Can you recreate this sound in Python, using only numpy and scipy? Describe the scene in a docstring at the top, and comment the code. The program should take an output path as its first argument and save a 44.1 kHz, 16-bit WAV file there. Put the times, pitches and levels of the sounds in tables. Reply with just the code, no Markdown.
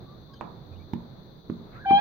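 """In a small room, a parakeet on a perch close to the microphone gives one short nasal call near the end:
a thin wheezy lead-in, a clean note and a rasping end, built from a pitch curve, overtones and noise.
Before it come faint peeps, a tiny squeak and a light click; two dull knocks boom before it, one during it.
A low rumble and a steady high whine, both shaped noise, lie underneath, and a low hum swells up once."""
import sys
import numpy as np
from scipy import signal
from scipy.fft import rfft, irfft
from scipy.io import wavfile

SR = 44100
rng = np.random.default_rng(int(sys.argv[2]) if len(sys.argv) > 2 else 0)


def materialize(psi):
    """Save the field psi as 16-bit PCM at rate SR to the path in sys.argv[1].

    A 1-D psi becomes a single channel; in a 2-D psi each row is a channel.
    """
    bounded = np.clip(np.atleast_2d(psi).T, -1, 1)
    quanta = np.round(bounded * 32767).astype(np.int16)
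    wavfile.write(sys.argv[1], SR, quanta)


N = 88508
T = np.arange(N) / SR  # the time of every sample [s]

# unsteady pitch of the small bird sounds: typical share of the pitch, and how fast it wavers [Hz]
PEEP_JITTER, PEEP_JITTER_HZ = 0.03, 280


def amp(db):
    """Turns decibels into gain."""
    return 10 ** (np.asarray(db) / 20)


def unit(x):
    """Scales a sound to an average (rms) level of 1."""
    return x / np.sqrt(np.mean(x ** 2) + 1e-20)


def read(points, hz):
    """Looks up a table between its points, on a log-frequency axis."""
    f, value = np.transpose(points)
    return np.interp(np.log(hz + 1), np.log(f + 1), value)


def curves(rows):
    """Turns each column of a timed table into a curve, sample by sample."""
    s, *columns = np.transpose(rows)
    return [np.interp(T, s, column) for column in columns]


def pan(db):
    """Gives left and right gains for a level difference, left minus right."""
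    return amp(np.array([[0.5], [-0.5]]) * db)


def bump(s, width):
    """A smooth swell and fall around one moment."""
    return np.exp(-((T - s) / width) ** 2)


def blend(a, b, same):
    """Makes a left and a right side that are alike by a share: 0 is unrelated, 1 is equal."""
    same = np.clip(same, -1, 1)
    return np.array([a, same * a + np.sqrt(1 - same ** 2) * b])


def noise(spectrum, same=0):
    """Random hiss in two channels, coloured by making some frequencies stronger than others."""
    gain = amp(read(spectrum, np.fft.rfftfreq(N, 1 / SR)))
    a, b = irfft(rfft(rng.standard_normal((2, N))) * gain, N)
    return unit(blend(a, b, same))


def wander(hz):
    """Random motion that is smooth because rates well above the given one are removed."""
    smooth = np.exp(-(np.fft.rfftfreq(N, 1 / SR) / hz) ** 2)
    return unit(irfft(rfft(rng.standard_normal(N)) * smooth, N))


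def phase(hz):
    """Adds up a pitch curve into the running angle of a wave."""
    return 2 * np.pi * np.cumsum(hz) / SR


def ring(start, modes):
    """Several tones set off at one moment, each dying by 60 dB in its own time."""
    t = np.maximum(T - start, 0)
    out = np.zeros(N)
    for hz, db, t60 in modes:
        out += amp(db) * np.exp(-np.log(1000) * t / t60) * np.sin(2 * np.pi * hz * t)
    return out


def room(x):
    """The blurred echo of a small room: a sound is smeared by dying noise whose treble fades fastest."""
    # time to die by 60 dB: (frequency [Hz], time [s])
    room_t60 = [(100, 0.29), (1000, 0.45), (4000, 0.081), (12000, 0.029)]
    hz, t, z = signal.stft(rng.standard_normal((2, SR // 2)), SR, nperseg=256)
    decay = np.exp(-np.log(1000) * t / read(room_t60, hz)[:, None])
    tail = signal.istft(z * decay, SR, nperseg=256)[1]
    tail = tail + 0.043 * tail[::-1]  # a little of each side in the other
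    return signal.fftconvolve(np.atleast_2d(x), tail / np.linalg.norm(tail[0]), axes=1)[:, :N]


def placed(x, sides):
    """Gives two unrelated noises their likeness and left-right balance, frequency by frequency."""
    hz = np.fft.rfftfreq(N, 1 / SR)
    same = read([row[:2] for row in sides], hz)
    balance_db = read([row[::2] for row in sides], hz)
    a, b = rfft(x)
    return unit(irfft(blend(a, b, same) * pan(balance_db), N))


def background():
    """A low rumble that slowly heaves and a steady whine, both made by colouring random noise."""
    # colour of the rumble: (frequency [Hz], relative level per Hz [dB])
    rumble_colour = [(20, -14.5), (50, -5.5), (90, -4), (135, 2), (250, -6), (400, -9.5), (600, -14.5),
                     (1100, -20.5), (1600, -27.5), (2800, -41.5), (5000, -48), (9000, -67)]
    # heaving of the rumble: (time [s], level [dB])
    rumble_level = [(0, -45.5), (.35, -49), (.55, -45.5), (.8, -47), (1.15, -46.5), (1.42, -49),
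                    (1.65, -45.5), (2, -46)]
    # colour of the whine, bands of hiss: (frequency [Hz], relative level per Hz [dB])
    whine_colour = [(2500, -37), (3150, -14), (3500, 4.5), (4200, 4.5), (4750, -4), (5300, -32),
                    (5700, -13.5), (6250, -9), (6600, -59.5), (8500, -42.5), (10500, -29), (12500, -17.5),
                    (15800, -11.5)]
    # how the two sides compare: (frequency [Hz], likeness [0-1], left minus right [dB])
    rumble_sides = [(54.5, 0.57, -5), (205, 0.89, -3), (452, 0.65, 0.5), (885, 0.019, 0.5)]
    whine_sides = [(4150, 0.0034, 9), (11830, 0.0017, 2.4)]
    whine_db = -61.5

    level_db = curves(rumble_level)[0] + wander(25.0)
    rumble = amp(level_db) * placed(noise(rumble_colour), rumble_sides)
    return rumble + amp(whine_db) * placed(noise(whine_colour), whine_sides)


def peeps():
    """Faint unsteady whistles that swell and fade while their pitch glides up a little."""
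    # (start [s], length [s], first pitch [Hz], last pitch [Hz], level [dB])
    peep_rows = [(0.036, .15, 1156, 1178, -58), (0.283, 0.09, 1114, 1120, -57.5),
                 (0.716, 0.043, 2450, 2480, -68), (0.752, 0.027, 2790, 2860, -69),
                 (0.789, 0.051, 2225, 2390, -67)]
    out = np.zeros(N)
    for start, length, first_hz, last_hz, db in peep_rows:
        progress = np.clip((T - start) / length, 0, 1)
        hz = first_hz + (last_hz - first_hz) * progress
        unsteady_hz = hz * (1 + PEEP_JITTER * wander(PEEP_JITTER_HZ))
        out += amp(db) * np.sin(np.pi * progress) * np.sin(phase(unsteady_hz))
    return np.sqrt(2) * out


def squeak():
    """A tiny scratchy squeak with an unsteady, sagging pitch, whose even harmonics swell once more."""
    # harmonics 1 and up: level [dB]
    harmonic_db = [-56, -61, -54.5, -73, -85, -92]
    squeak_s, linger_s, width_s = 0.342, 0.37, 0.007
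    pitch_hz, sag_per_s = 1610, 0.8  # the pitch sags at this rate, as a share of itself
    jitter = 0.027  # typical share of the pitch

    hz = pitch_hz * np.exp(-sag_per_s * (T - squeak_s))
    turn = phase(hz * (1 + jitter * wander(PEEP_JITTER_HZ)))
    scratch = bump(squeak_s, width_s)
    linger = bump(linger_s, 2 * width_s)
    out = np.zeros(N)
    for k, db in enumerate(harmonic_db, 1):
        swell = scratch + linger * (k % 2 == 0)
        out += amp(db) * swell * np.sin(k * turn)
    return out


def click():
    """One light woody click: a few dying tones whose loudness chatters, and their echo in the room."""
    # tones of the click: (frequency [Hz], relative level [dB], time to die by 60 dB [s])
    click_modes = [(232, -9, 0.2), (339, -5, 0.17), (620, 5, 0.012), (770, 2.5, 0.015), (963, 6, 0.02),
                   (2290, -11.5, 0.03)]
    click_s, rise_s = 0.4107, 0.00025
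    click_db, echo_db, pan_db = -37.5, -6, -7.5

    attack = np.clip((T - click_s) / rise_s, 0, 1)
    chatter = 1 + 0.3 * wander(250)
    click_dry = amp(click_db) * attack * chatter * ring(click_s, click_modes) * pan(pan_db)
    return click_dry + amp(echo_db) * room(click_dry)


def drone():
    """A low wavering hum, mostly on the right, swells briefly out of the rumble."""
    swell = amp(-50.5) * bump(0.767, 0.1)
    hz = 88 * (1 + 0.04 * wander(25))
    return np.sqrt(2) * swell * np.sin(phase(hz)) * pan(-19.5)


def knocks():
    """Each knock is one low push with a noisy tick on top, then a boom of low tones and an echo."""
    # (time [s], level [dB], push length [s], tick level [dB], tick brightness [dB per octave])
    knock_rows = [(0.9369, -17.5, 0.0012, -31, -0.5), (1.5005, -18.5, 0.00094, -38.5, -2),
                  (1.9105, -15, 0.00085, -29, -2.5)]
    # colour of the tick before its brightness is added: (frequency [Hz], relative level [dB])
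    tick = [(300, -7.5), (1050, 13), (1500, 1.5), (2500, -3), (4500, -12), (7000, -25), (9300, -44),
            (11500, -20.5)]
    # tones of the boom: (frequency [Hz], level relative to the knock [dB], time to die by 60 dB [s])
    boom_modes = [(125, -28, 0.53), (176.6, -10.5, 0.24), (230.6, -15, 0.36), (357.2, -23.5, 0.28)]
    tick_rise_s, tick_decay_s = 0.0004, 0.003
    boom_delay_s, boom_rise_s = 0.005, 0.014
    knock_pan_db, boom_pan_db, echo_db = -7.5, -1.5, -12.5

    push, boom = np.zeros((2, N)), np.zeros(N)
    for s, db, length, tick_db, tilt_db in knock_rows:
        u = (T - s) / length
        push += amp(db) * (u ** 2 - 1) * np.exp(-0.5 * u ** 2)
        colour = [(hz, level + tilt_db * np.log2(hz)) for hz, level in tick]
        age = np.maximum(T - s + 2 * length, 0)  # the tick starts just ahead of the push's peak
        tick_shape = np.minimum(age / tick_rise_s, 1) * np.exp(-age / tick_decay_s)
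        push += amp(tick_db) * tick_shape * noise(colour, 0.17)
        swell = np.clip((T - s - boom_delay_s) / boom_rise_s, 0, 1)
        boom += amp(db) * swell * ring(s + boom_delay_s, boom_modes)
    push = push * pan(knock_pan_db)
    return push + boom * pan(boom_pan_db) + amp(echo_db) * room(push)


def lead_in():
    """The bird's throat wheezes with soft noise, then whistles just before the note catches."""
    # thin whistle: (time [s], pitch [Hz], level [dB])
    whistle_rows = [(1.75, 1300, -58.5), (1.785, 1349, -52.5), (1.815, 1636, -51), (1.845, 1600, -51),
                    (1.852, 1603, -35), (1.873, 1540, -63)]
    # colour of the wheeze: (frequency [Hz], relative level [dB])
    wheeze_colour = [(500, -3.5), (1300, 7.5), (1900, 3), (2600, -7), (6000, -43)]
    wheeze_s, wheeze_width_s, wheeze_db = 1.76, 0.038, -51.5

    hz, db = curves(whistle_rows)
    on = (T > whistle_rows[0][0]) & (T < whistle_rows[-1][0])
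    turn = phase(hz * (1 + PEEP_JITTER * wander(PEEP_JITTER_HZ)))
    ahead = np.array([[0], [1.3]])  # the right side runs ahead [radians]
    whistle = np.sqrt(2) * on * amp(db) * np.sin(turn + ahead)
    wheeze = amp(wheeze_db) * bump(wheeze_s, wheeze_width_s) * noise(wheeze_colour)
    return whistle + wheeze


def call():
    """A strong clean fundamental with nasal overtones that swell and break one by one; it rasps as it fades."""
    # (time [s], pitch [Hz], level [dB], overtone level [dB], left minus right [dB], roughness [0-1])
    call_rows = [(1.852, 785, -53, -52, -11, 0), (1.861, 787.6, -27, -46.5, -2.5, 0.07),
                 (1.884, 785, -24, -45, 2.5, 0), (1.9, 786.5, -19.5, -42, 2, 0.11),
                 (1.919, 787.2, -13.5, -41.5, 0, 0.1), (1.943, 796, -14, -46, 5.5, 0.07),
                 (1.98, 805.4, -17.5, -40.5, -6, 0.02), (1.997, 811, -26.5, -42.5, -10, 0.56),
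                 (2.005, 848, -28.5, -43, -7, 0.7)]
    # overtones 2 and up: (relative level [dB], left minus right [dB], lead of the left [radians],
    # swell time [s], swell height [dB], break time [s])
    overtones = [(-2.5, 6, -2, 2.0, 8.5, 1.897), (-1, 6, -2, 1.925, 10.5, 1.924),
                 (-0.5, 4.5, 2, 1.955, 12.5, 1.912), (-16.5, -6.5, -4, 1.953, 15.5, 1.934),
                 (-24.5, -6.5, 0.5, 1.975, -0.5, 1.94)]
    # colour of the rasp: (frequency [Hz], relative level [dB])
    rasp_colour = [(300, -27.5), (800, 0), (1200, 2.5), (1700, 2), (2100, -10.5), (2850, -18), (3350, 2),
                   (4200, -15), (6000, -40.5), (14000, -32.5)]
    lead_start, lead_end = -0.71, -1.9  # fundamental's lead of the left as the head turns [radians]
    jitter, jitter_hz = 0.05, 184  # unsteady pitch at full roughness: share and rate
    shimmer, flutter_hz = 0.85, 150  # unsteady loudness at full roughness: share and rate
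    swell_width_s, break_width_s, break_db = 0.031, 0.005, -10
    rise_s = 0.0072  # times the harmonic number: the higher ones build up later
    pan_drift_db_per_s, stray_rad, stray_hz = -55.5, 0.28, 50.3

    hz, level_db, over_db, pan_db, rough = curves(call_rows)
    start, end = call_rows[0][0], call_rows[-1][0]
    age = np.maximum(T - start, 0)
    sides = np.array([[0.5], [-0.5]])
    turn = phase(hz * (1 + jitter * rough * wander(jitter_hz)))
    lead = lead_start + (lead_end - lead_start) * (age / (end - start)) ** 2
    flutter = 1 + shimmer * rough * wander(flutter_hz)
    out = amp(level_db) * pan(pan_db) * np.cos(turn + sides * lead) * flutter

    drift_db = pan_drift_db_per_s * (age - (end - start) / 2)
    for k, (db, side_db, ahead, swell_s, swell_db, break_s) in enumerate(overtones, 2):
        lift_db = swell_db * bump(swell_s, swell_width_s) + break_db * bump(break_s, break_width_s)
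        stray = np.array([wander(stray_hz) for _ in sides])  # each side's phase strays by itself
        rise = np.clip(age / (k * rise_s), 0, 1)
        gain = amp(over_db + db + lift_db) * pan(side_db + drift_db) * rise
        out += gain * np.cos(k * turn + sides * ahead + stray_rad * stray)

    pulse = 1 + np.cos(turn)  # the rasp pulses once per cycle of the note
    out += amp(over_db - 2.5) * np.sqrt(abs(rough)) * noise(rasp_colour) * pulse
    fade = np.clip(np.minimum(T - start, T[-1] - T) / 0.00091, 0, 1)
    return np.sqrt(2) * out * fade


def scene():
    """Adds the bird and its faint echo to the knocks, click, hum and background."""
    bird = call() + lead_in() + peeps() + squeak()
    echo = amp(-26) * room(bird)
    return bird + echo + knocks() + click() + background() + drone()


def record(dry):
    """The recorder's band limit: a steep filter removes the highest treble."""
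    edge_hz = 15900
    band_limit = signal.firwin(511, edge_hz, window=("kaiser", 9), fs=SR)
    return signal.oaconvolve(dry, band_limit[None], "same")


dry = scene()
out = record(dry)
materialize(out)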